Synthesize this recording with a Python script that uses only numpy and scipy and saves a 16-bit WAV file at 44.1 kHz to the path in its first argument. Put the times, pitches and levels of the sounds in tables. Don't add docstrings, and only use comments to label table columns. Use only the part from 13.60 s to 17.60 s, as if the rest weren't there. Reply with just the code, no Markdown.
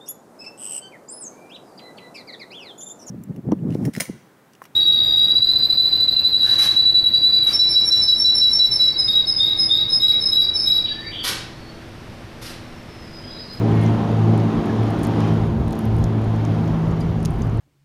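import sys
import numpy as np
from scipy import signal
from scipy.fft import rfft, irfft
from scipy.io import wavfile
from scipy.ndimage import uniform_filter1d

SR = 44100
rng = np.random.default_rng(int(sys.argv[2]) if len(sys.argv) > 2 else 0)


def put_to_file(sound):
    columns = np.atleast_2d(sound).T
    safe = np.clip(columns, -1, 1)
    whole_steps = np.round(safe * 32767)
    wavfile.write(sys.argv[1], SR, whole_steps.astype(np.int16))


N = 176400
TIME = np.arange(N) / SR
RECEDE_DB_PER_S = 2.5


def amp(db):
    return 10 ** (np.asarray(db) / 20)


def unit(x):
    return x / np.sqrt(np.mean(abs(x) ** 2) + 1e-20)


def curve(points):
    return np.interp(TIME, *np.transpose(points))


def colour(points, hz):
    corner_hz, db = np.transpose(points)
    return amp(np.interp(np.log(hz + 1), np.log(corner_hz), db))


def add(mix, start_s, sound):
    part = mix[max(round(start_s * SR), 0):][:len(sound)]
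    part += sound[:len(part)]


def drift(rate_hz):
    count, control_hz = 4096, 500
    hz = np.fft.rfftfreq(count, 1 / control_hz)
    slow = unit(irfft(rfft(rng.standard_normal(count)) * np.exp(-(hz / rate_hz) ** 2)))
    return np.interp(TIME, np.arange(count) / control_hz, slow)


def noise(spectrum, patchy_db):
    hz = np.fft.rfftfreq(2048, 1 / SR)
    real, imag, patches = rng.standard_normal((3, N // 512 + 6, len(hz)))
    patches = uniform_filter1d(patches, size=8, axis=0)
    patches = unit(uniform_filter1d(patches, size=12, axis=1))
    frames = (real + 1j * imag) * colour(spectrum, hz) * amp(patchy_db * patches)
    return unit(signal.istft(frames.T, nperseg=2048, noverlap=1536)[1][:N])


def ripples():
    # frequency_hz, relative_db
    spectrum = [(1000, -28), (3000, -5), (6000, -6), (9500, -1), (12000, -0.5), (15000, 2)]
    return amp(-68 + 1.6 * drift(30)) * noise(spectrum, patchy_db=5.0)


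def wind():
    # time_s, relative_db
    gusts = [(0, -38), (.5, -39), (.92, -40), (.98, -30), (1.05, -41), (1.68, -39), (1.75, -28),
             (1.92, -28), (2.04, -24), (2.13, -35), (2.28, -32), (2.33, -27), (2.44, -26), (2.52, -37),
             (2.85, -35), (3.11, -28), (3.22, -34), (3.29, -29), (3.38, -32), (3.47, -28), (3.63, -32),
             (3.71, -27), (4, -27)]
    # frequency_hz, relative_db
    rumble_spectrum = [(12, -29), (25, -48), (45, 6.5), (90, 5), (160, 1), (240, -9), (400, -28),
                       (900, -41), (4000, -60)]
    buffet_spectrum = [(60, -18), (130, -1), (230, -2.5), (330, -15), (600, -34), (3000, -70)]
    gust_db = curve(gusts) + 2.2 * drift(18)
    rumble = noise(rumble_spectrum, patchy_db=1.0) * amp(gust_db + 3.0)
    buffet_db = -27.5 + 1.7 * np.minimum(gust_db + 23.5, 2)
    return rumble + noise(buffet_spectrum, patchy_db=3.0) * amp(buffet_db)


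def tick(peak_db, centre_hz, width_octaves, t60_s):
    t = np.arange(4096) / SR
    hz = np.fft.rfftfreq(len(t), 1 / SR) + 1
    decay = amp(-60 * t / t60_s) + amp(-32 - 60 * t / 0.11)
    burst = np.roll(rng.standard_normal(len(t)) * decay, 32)
    resonance = 1 / (1 + (np.log2(hz / centre_hz) / width_octaves) ** 2)
    band = resonance / (1 + (hz / 15000) ** 4) / (1 + (1700 / hz) ** 4)
    snap = irfft(rfft(burst) * band)
    return amp(peak_db) * snap / abs(snap).max()


def ping(level_db, pitch_hz, t60_s):
    t = np.arange(SR // 4) / SR
    modes = np.sin(2 * np.pi * pitch_hz * t) + 0.92 * np.sin(2 * np.pi * pitch_hz * 1.025 * t)
    attack = np.minimum(t / .003, 1)
    return amp(level_db - 60 * t / t60_s) * attack * modes / 2


def squeak(length_s=.17, pitch_sag=.075):
    # starting_pitch_hz, level_db
    partials = [(2230, -43), (1925, -43)]
    progress = np.arange(0, 1, 1 / (length_s * SR))
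    glide = np.cumsum(1 - pitch_sag * progress + 0.0067 * drift(40)[:len(progress)]) / SR
    swell = np.sqrt(np.sin(np.pi * progress))
    return swell * sum(amp(db) * np.sin(2 * np.pi * hz * glide) for hz, db in partials)


def drops(faint_ticks=56):
    # start_s, peak_db, centre_hz, width_octaves, t60_s
    ticks = [(.155, -44, 9500, .4, .006), (.214, -34, 9500, .4, .008), (.226, -41, 9500, .3, .008),
             (.234, -37, 9000, .6, .03), (.262, -32.5, 6000, 0.23, .008), (.777, -34, 7980, 0.36, .012),
             (.8, -38, 5000, .25, .015), (1.058, -38, 9490, 0.24, .01), (1.304, -36.5, 9990, .3, .015),
             (1.391, -39, 8990, .2, .008), (1.432, -26, 8900, 0.66, .02), (1.44, -28, 10500, .4, .018),
             (1.449, -27, 7200, .2, .02), (1.469, -30.5, 11000, 0.49, .01), (1.604, -30, 6010, 0.59, .008),
             (2.081, -33, 10000, .7, .003), (2.108, -32.5, 8506, 0.39, .006),
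             (2.125, -29, 9510, 0.59, .004), (2.13, -28, 4000, .9, .006), (2.19, -25, 10900, 0.41, .004),
             (2.253, -34, 11800, 0.21, .008), (2.365, -35.5, 9026, .3, .008),
             (2.385, -39, 7993, 0.41, .006), (2.426, -48, 11100, .5, .004), (2.44, -25, 5440, .6, .012),
             (2.615, -42, 10000, 0.38, .006), (2.85, -30.5, 6180, .5, 0.0098),
             (3.078, -38, 6490, 0.29, .01), (3.405, -39, 6000, 0.91, .06), (3.629, -31, 8995, .4, .006),
             (3.6505, -19, 5400, .8, .004), (3.6534, -26, 11000, 1, .003),
             (3.656, -18.5, 4900, 0.74, 0.0071), (3.706, -36, 9400, .25, .008),
             (3.786, -44, 12000, .4, .006), (3.82, -29, 6310, .2, .01)]
    # start_s, level_db, pitch_hz, t60_s
    pings = [(1.093, -30, 1670, .13), (3.41, -28, 4770, 0.037), (3.826, -43, 4792, 0.099)]
    out = np.zeros(N)
    for start_s, *shape in ticks:
        add(out, start_s, tick(*shape))
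    for when, size, pitch in rng.random((faint_ticks, 3)):
        faint = tick(-52 + 11 * size ** 2, 6500 + 3500 * pitch, width_octaves=0.28, t60_s=0.011)
        add(out, when * N / SR, faint)
    for start_s, *shape in pings:
        add(out, start_s, ping(*shape))
    add(out, start_s=.13, sound=squeak())
    return out


def roar(blade_cycles):
    # frequency_hz, relative_db
    rush_spectrum = [(20, -30), (45, -15), (90, -1), (140, 1.5), (250, 2.5), (400, -5.5), (520, -7.5),
                     (800, -9), (1100, -12.5), (1500, -19), (2200, -26.5), (4000, -53), (16000, -78)]
    hiss_spectrum = [(300, -38), (1000, -2.5), (1800, -1.5), (2400, -2), (3200, -1), (4200, -7),
                     (5500, -11), (7000, -15.5), (9000, -19.5), (11000, -27.5), (15000, -30.5)]
    # time_s, relative_db
    rush_levels = [(0, -29.5), (1.35, -29), (1.68, -27), (1.92, -34.5), (2.45, -33.5), (3.28, -31.5),
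                   (3.5, -34.5), (4, -34)]
    hiss_levels = [(0, -45), (.22, -43), (.45, -45), (.8, -45), (1.3, -44.5), (1.68, -43), (1.95, -50.5),
                   (2.22, -48), (2.45, -49.5), (2.9, -47.5), (3.25, -48.5), (3.55, -50.5), (4, -52)]
    throb = 1 + 0.16 * np.cos(2 * np.pi * blade_cycles)
    rush = noise(rush_spectrum, patchy_db=0.65) * amp(curve(rush_levels) + 4.0 + 0.17 * drift(20))
    hiss = noise(hiss_spectrum, patchy_db=0.95) * amp(curve(hiss_levels) + 1.5 + .5 * drift(54))
    return throb * rush + hiss


def shores(blade_cycles, count=12, doppler_spread=.08):
    # blade_rate_ratio, relative_db
    tones = [(1.97, -27.5), (2.96, -30.5), (3.3, -37.5), (3.6, -39.5), (3.95, -37), (4.95, -42),
             (5.92, -39), (6.9, -42.5), (7.9, -42.5), (8.85, -45)]
    out = np.zeros(N)
    for shift in 1 + doppler_spread * (np.arange(count) + rng.random(count)) / count:
        echo = sum(amp(db) * np.cos(2 * np.pi * (ratio * shift * blade_cycles + rng.random()))
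                   for ratio, db in tones)
        out += echo * (1 + .5 * drift(4.2))
    return amp(-1.0 - RECEDE_DB_PER_S * TIME) * out * np.sqrt(2 / count)


def tone(cycles, flutter, rate_hz):
    air = 1 + flutter * (drift(rate_hz) + 1j * drift(rate_hz))
    carrier = np.exp(2j * np.pi * (cycles + rng.random()))
    return (unit(air) * carrier).real * np.sqrt(2)


def engine(blade_cycles, exhaust_ratio=1.476):
    # time_s, level_db
    blade_levels = [(0, -20), (.15, -17), (.3, -17.5), (.44, -27), (.55, -18.5), (.68, -15), (.8, -17.5),
                    (1, -34), (1.2, -17.5), (1.31, -22), (1.37, -33), (1.47, -24), (1.65, -20.5),
                    (1.88, -22), (2.14, -40), (2.29, -19), (2.85, -19.5), (3.05, -23), (3.22, -32),
                    (3.28, -23), (3.38, -31), (3.55, -25), (3.78, -29), (3.86, -21), (4, -22)]
    exhaust_levels = [(0, -29), (.12, -20), (.4, -29), (.6, -24), (.98, -26), (1.18, -53), (1.3, -28.5),
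                      (1.5, -26.5), (1.72, -21.5), (2, -32), (2.3, -31), (2.43, -25), (2.68, -36.5),
                      (2.9, -25.5), (3.2, -20.5), (3.45, -26), (3.7, -27.5), (4, -45)]
    # blade_rate_ratio, relative_db
    tones = [(1.805, -35), (2.015, -27), (2.648, -31), (2.96, -39.5), (3.665, -36), (4.23, -45.5),
             (4.34, -44.5), (5.17, -46.5), (6.32, -46.5), (7.02, -49), (7.16, -42.5), (8.18, -49.5),
             (8.45, -59)]
    blade = amp(curve(blade_levels)) * tone(blade_cycles, flutter=0.11, rate_hz=28)
    exhaust = amp(curve(exhaust_levels)) * tone(blade_cycles * exhaust_ratio, flutter=.12, rate_hz=9.4)
    upper = sum(amp(db) * tone(blade_cycles * ratio, flutter=0.12 * ratio, rate_hz=0.94 * ratio)
                for ratio, db in tones)
    return blade + exhaust + amp(1.5 - RECEDE_DB_PER_S * TIME) * upper


def scene():
    # time_s, rate_hz
    blade_rate = [(0, 111.5), (.6, 110.8), (1.2, 110.3), (1.6, 109.7), (2.6, 109.6), (4, 110.2)]
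    blade_cycles = np.cumsum(curve(blade_rate)) / SR
    water = ripples()
    aircraft = engine(blade_cycles) + shores(blade_cycles) + roar(blade_cycles)
    return (aircraft + wind() + water + drops())[None]


def record(dry, bass_hz=24, notch_hz=7870, notch_depth=0.81, edge_hz=15350):
    high_passed = signal.sosfilt(signal.butter(2, bass_hz, "high", fs=SR, output="sos"), dry)
    notched = signal.lfilter(*signal.iirnotch(notch_hz, Q=8, fs=SR), high_passed)
    coloured = high_passed + notch_depth * (notched - high_passed)
    band_limit = signal.firwin(151, edge_hz, window=("kaiser", 9), fs=SR)
    return signal.oaconvolve(coloured, band_limit[None], "same")


dry = scene()
out = record(dry)
put_to_file(out)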